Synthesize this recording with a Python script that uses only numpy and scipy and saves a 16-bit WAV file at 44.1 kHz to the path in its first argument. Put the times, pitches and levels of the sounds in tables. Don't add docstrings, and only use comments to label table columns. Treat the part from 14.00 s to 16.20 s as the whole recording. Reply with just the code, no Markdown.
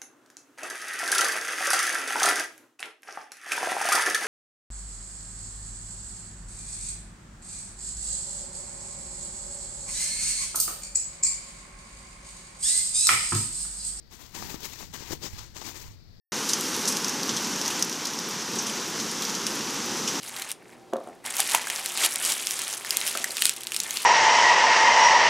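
import sys
import numpy as np
from scipy import signal
from scipy.fft import rfft, irfft
from scipy.io import wavfile

SR = 44100
rng = np.random.default_rng(int(sys.argv[2]) if len(sys.argv) > 2 else 0)


def master(y):
    cut = np.clip(np.atleast_2d(y).T, -1, 1)
    pcm = np.round(cut * 32767)
    wavfile.write(sys.argv[1], SR, pcm.astype(np.int16))


N = 97020
TIME = np.arange(N) / SR

# frequency in Hz, relative level in dB.
LEFT_HISS_COLOUR = [(100, 6), (220, 6), (550, -5), (1100, -13.5), (1900, -9), (2800, -14), (3400, -10.5),
                    (4100, -4), (4700, -1), (5400, -7.5), (6200, -14.5), (8000, -22), (10000, -38),
                    (12000, -22), (15500, -28)]
RIGHT_HISS_COLOUR = [(100, 6), (400, 4), (700, 2), (2000, -4.5), (4000, -10), (8500, -23), (12000, -13),
                     (15500, -9.5)]
RUMBLE_COLOUR = [(15, -6), (45, -2.5), (90, -1.5), (140, -6.5), (220, -15), (350, -26.5), (700, -44.5),
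                 (2000, -68)]
# time in seconds, gain in dB.
BUFFET_GAIN = [(0, -7), (.28, -4), (.55, 0), (.7, -0.5), (.9, 0), (1.16, 3.5), (1.4, 1.5), (1.62, -1),
               (1.85, 1.5), (2.0, -2.5), (2.15, -0.5)]

# frequency in Hz, gain in dB.
COVERED_PORT = [(60, -5), (200, -24), (400, -15.5), (620, -21.5), (950, -23), (2000, -24), (3200, -20.5),
                (5000, -32), (6300, -31.5), (8000, -29.5), (10000, -19), (12000, -19.5), (15500, -19)]
# start and length in seconds, slips per second, push in dB, ring in Hz.
FINGER_RUBS = [(.362, 0.12, 108, -32, 181), (1.356, 0.1, 55, -32.5, 84), (1.828, .135, 37, -33, 101)]
# start in seconds, push in dB, ring in Hz.
FINGER_BUMPS = [(.509, -36, 142), (.837, -34.5, 64), (.899, -36, 160), (1.315, -43, 70), (1.332, -27, 88)]

# time in seconds, drive in dB.
RUSTLE_DRIVE = [(0.0, -63.5), (0.048, -64.5), (0.056, -68.7), (0.1, -63), (0.128, -50), (0.182, -56),
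                (0.208, -49.5), (0.251, -54), (0.265, -51.5), (0.273, -56.5), (0.317, -58.4),
                (0.339, -51.5), (0.351, -39.5), (0.407, -44), (0.471, -43.5), (0.483, -45.5), (0.499, -39),
                (0.535, -45.0), (0.559, -43.5), (0.565, -50.5), (0.591, -52.4), (0.605, -46.5),
                (0.615, -49), (0.655, -35), (0.676, -48), (0.692, -48), (0.722, -48.5), (0.736, -43.1),
                (0.746, -48.5), (0.78, -50), (0.806, -44.5), (0.83, -46.5), (0.838, -47.5), (0.896, -59.5),
                (0.926, -55.6), (0.94, -40.5), (0.954, -38.5), (0.978, -48), (1.032, -44.5), (1.04, -48.5),
                (1.109, -42), (1.133, -35), (1.145, -44.5), (1.179, -57), (1.207, -56.7), (1.233, -40.5),
                (1.261, -39), (1.295, -52), (1.373, -48.5), (1.393, -41), (1.409, -48.5), (1.451, -51.5),
                (1.485, -57.5), (1.537, -60.5), (1.57, -41.5), (1.576, -44.5), (1.61, -48), (1.616, -43),
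                (1.638, -48.5), (1.65, -42.5), (1.678, -39), (1.738, -52), (1.758, -45.5), (1.798, -48.5),
                (1.816, -47), (1.86, -54), (1.868, -51), (1.894, -55.5), (1.952, -59.5), (1.956, -62.5),
                (2.169, -65), (2.199, -68.4)]
# time in seconds, gain in dB.
TREBLE_GAIN = [(.1, 1), (.28, 3), (.36, 1), (.52, 3), (.65, 3), (.82, 3.5), (.95, -1), (1.13, 1),
               (1.26, 0.5), (1.4, -1), (1.57, -2), (1.68, 1), (1.8, 3.5), (1.95, -0.5)]
BILLOW_GAIN = [(.1, -8.5), (.37, -10), (.43, -8), (.5, -8), (.545, -6), (.65, -10.5), (.75, -13.5),
               (.83, -9), (.95, -10), (1.02, -14), (1.08, -16), (1.11, -5), (1.135, -2.5), (1.165, -7),
               (1.25, -5.5), (1.3, -14), (1.39, -10.5), (1.57, -15), (1.68, -7), (1.85, -12)]
# frequency in Hz, relative level in dB.
FILM_COLOUR = [(150, -26), (450, -1.5), (620, -6.5), (780, -0.5), (930, 3.5), (1300, -3), (2000, -0.5),
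               (2900, -2), (4500, 0.5), (6500, 1.5), (7700, -2.5), (8700, -9.5), (10000, -14), (12000, -10),
               (14500, -8), (16000, -10)]
BODY_COLOUR = [(30, -15.5), (90, -4.5), (200, -2), (340, 0.5), (430, -4.5), (600, -14), (1000, -39.5),
               (3000, -48.5)]
# start in seconds, level in dB.
CREASE_CRACKS = [(0.354, -40), (0.652, -29), (0.658, -28), (0.94, -24), (0.951, -36), (1.131, -23),
                 (1.567, -27), (1.648, -40), (1.693, -33), (1.759, -32)]
# start in seconds, push in dB, ring in Hz.
BAG_FLAPS = [(.5435, -19.5, 255), (.938, -35, 258), (.95, -29.5, 326), (1.007, -31, 278),
             (1.023, -28.5, 396), (1.1085, -19, 380), (1.1294, -26.5, 340), (1.1322, -16.5, 327),
             (1.243, -21.5, 314), (1.258, -29, 280)]
FOLD_SNAPS = [(.4248, -17, 1110), (.5437, -26, 1120), (.808, -23.5, 930), (.829, -25.5, 850),
              (1.565, -30, 940), (1.617, -23.5, 970), (1.625, -24, 960)]
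# delay in seconds, gain in dB.
PEN_ECHOES = [(.0025, -9.5), (.0095, -21)]

CREASES_PER_S, CRINKLES_PER_S, CREASE_SPREAD_DB = 9000, 450, 3
CREASE_SHARE, CRINKLE_SHARE, RUSH_SHARE = 0.52, 0.13, 0.35
FILM_GAIN_DB, BODY_GAIN_DB, REST_DB = 6.5, 6, -63.5
FLUTTER_HZ, FLUTTER_DB, SHIMMER_HZ, SHIMMER_DB = 125, 0.66, 22, 1.5
TREBLE_FROM_HZ, CUTOFF_HZ = 8500, 15800


def from_db(db):
    return 10 ** (np.asarray(db) / 20)


def unit_rms(x):
    return x / np.sqrt(np.mean(x ** 2) + 1e-20)


def in_time(rows):
    return np.interp(TIME, *np.transpose(rows))


def drift(hz):
    pole = np.exp(-2 * np.pi * hz / SR)
    wander = signal.lfilter([1], [1, -2 * pole, pole * pole], rng.standard_normal(2 * N))
    return unit_rms(wander[N:])


def in_frequency(hz, values):
    bins_hz = np.arange(N + 1) * SR / (2 * N)
    return np.interp(np.log(bins_hz + 1), np.log(hz), values)


def colour(x, points):
    hz, db = np.transpose(points)
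    cepstrum = irfft(np.log(from_db(in_frequency(hz, db))))
    cepstrum[1:N] *= 2
    cepstrum[N + 1:] = 0
    return irfft(rfft(x, 2 * N) * np.exp(rfft(cepstrum)))[:N]


def ring(times, gains, hz, t60_s, soft_hz):
    pushes = np.zeros(N)
    np.add.at(pushes, (np.asarray(times) * SR).astype(int), gains)
    radius, angle = from_db(-60 / (t60_s * SR)), 2 * np.pi * hz / SR
    ringing = signal.lfilter([0, np.sin(angle)], [1, -2 * radius * np.cos(angle), radius ** 2], pushes)
    return signal.sosfilt(signal.butter(2, soft_hz, fs=SR, output="sos"), ringing)


def knocks(rows, t60_s, soft_hz):
    return sum(ring([start], from_db(db), hz, t60_s, soft_hz) for start, db, hz in rows)


def air(hiss_colour, hiss_db, rumble_db):
    hiss = unit_rms(colour(rng.standard_normal(N), hiss_colour))
    rumble = unit_rms(colour(rng.standard_normal(N), RUMBLE_COLOUR))
    return from_db(hiss_db) * hiss + from_db(rumble_db + in_time(BUFFET_GAIN)) * rumble


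def finger():
    out = knocks(FINGER_BUMPS, t60_s=0.082, soft_hz=250)
    for start, length, rate, db, hz in FINGER_RUBS:
        slips = np.arange(int(length * rate) + 1)
        jitter = 0.066 * rng.standard_normal(len(slips))
        times = start + (slips + jitter) / rate
        swell = np.sqrt(np.sin(np.pi * (slips + 0.5) / len(slips)))
        out += ring(times, from_db(db) * swell, hz, t60_s=0.044, soft_hz=250)
    return out


def covered_port(direct, direct_gain=0.35, scatter_s=0.051):
    tail = rng.standard_normal(N) * np.exp(-TIME / scatter_s)
    scattered = signal.fftconvolve(direct, tail / np.linalg.norm(tail))[:N]
    return colour(direct_gain * direct + np.sqrt(1 - direct_gain ** 2) * scattered, COVERED_PORT)


def buckling(per_s):
    sizes = from_db(CREASE_SPREAD_DB * np.minimum(rng.exponential(1, N), 3))
    signs = rng.choice([-1, 1], N)
    return unit_rms(sizes * signs * (rng.random(N) < per_s / SR))


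def creases():
    dense = np.sqrt(CREASE_SHARE) * buckling(CREASES_PER_S)
    sparse = np.sqrt(CRINKLE_SHARE) * buckling(CRINKLES_PER_S)
    return dense + sparse + np.sqrt(RUSH_SHARE) * rng.standard_normal(N)


def shimmer(x, bands=10):
    centres_hz = np.geomspace(500, CUTOFF_HZ, bands)
    position = in_frequency(centres_hz, np.arange(bands))
    spectrum, out = rfft(x, 2 * N), np.zeros(N)
    for k, hz in enumerate(centres_hz):
        band = irfft(spectrum * np.maximum(1 - abs(position - k), 0))[:N]
        treble_db = in_time(TREBLE_GAIN) * (hz > TREBLE_FROM_HZ)
        out += band * from_db(SHIMMER_DB * drift(SHIMMER_HZ) + treble_db)
    return out


def film_crackle(drive, crack_decay_s=0.00075):
    cracks = sum(from_db(db) * (TIME >= start) * np.exp(-abs(TIME - start) / crack_decay_s)
                 for start, db in CREASE_CRACKS)
    envelope = np.hypot(from_db(FILM_GAIN_DB) * drive, cracks)
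    return envelope * shimmer(unit_rms(colour(creases(), FILM_COLOUR)))


def billow(drive):
    envelope = drive * from_db(BODY_GAIN_DB + in_time(BILLOW_GAIN))
    return envelope * unit_rms(colour(creases(), BODY_COLOUR))


def snaps():
    direct = knocks(FOLD_SNAPS, t60_s=0.0044, soft_hz=3500)
    echoes = sum(from_db(db) * np.interp(TIME - delay, TIME, direct, left=0) for delay, db in PEN_ECHOES)
    return direct + echoes


def bag():
    flutter = from_db(FLUTTER_DB * drift(FLUTTER_HZ))
    power = from_db(in_time(RUSTLE_DRIVE)) ** 2 - from_db(REST_DB) ** 2
    drive = np.sqrt(np.maximum(power, 0))
    flaps = knocks(BAG_FLAPS, t60_s=0.014, soft_hz=1510)
    return flutter * (film_crackle(drive) + billow(drive)) + flaps + snaps()


def scene():
    direct = bag()
    muffled = covered_port(direct)
    left = direct + air(LEFT_HISS_COLOUR, hiss_db=-55, rumble_db=-48.5)
    right = muffled + finger() + air(RIGHT_HISS_COLOUR, hiss_db=-65.5, rumble_db=-54)
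    return np.array([left, right])


def record(dry):
    return signal.sosfilt(signal.ellip(12, 0.1, 80, CUTOFF_HZ, fs=SR, output="sos"), dry)


dry = scene()
out = record(dry)
master(out)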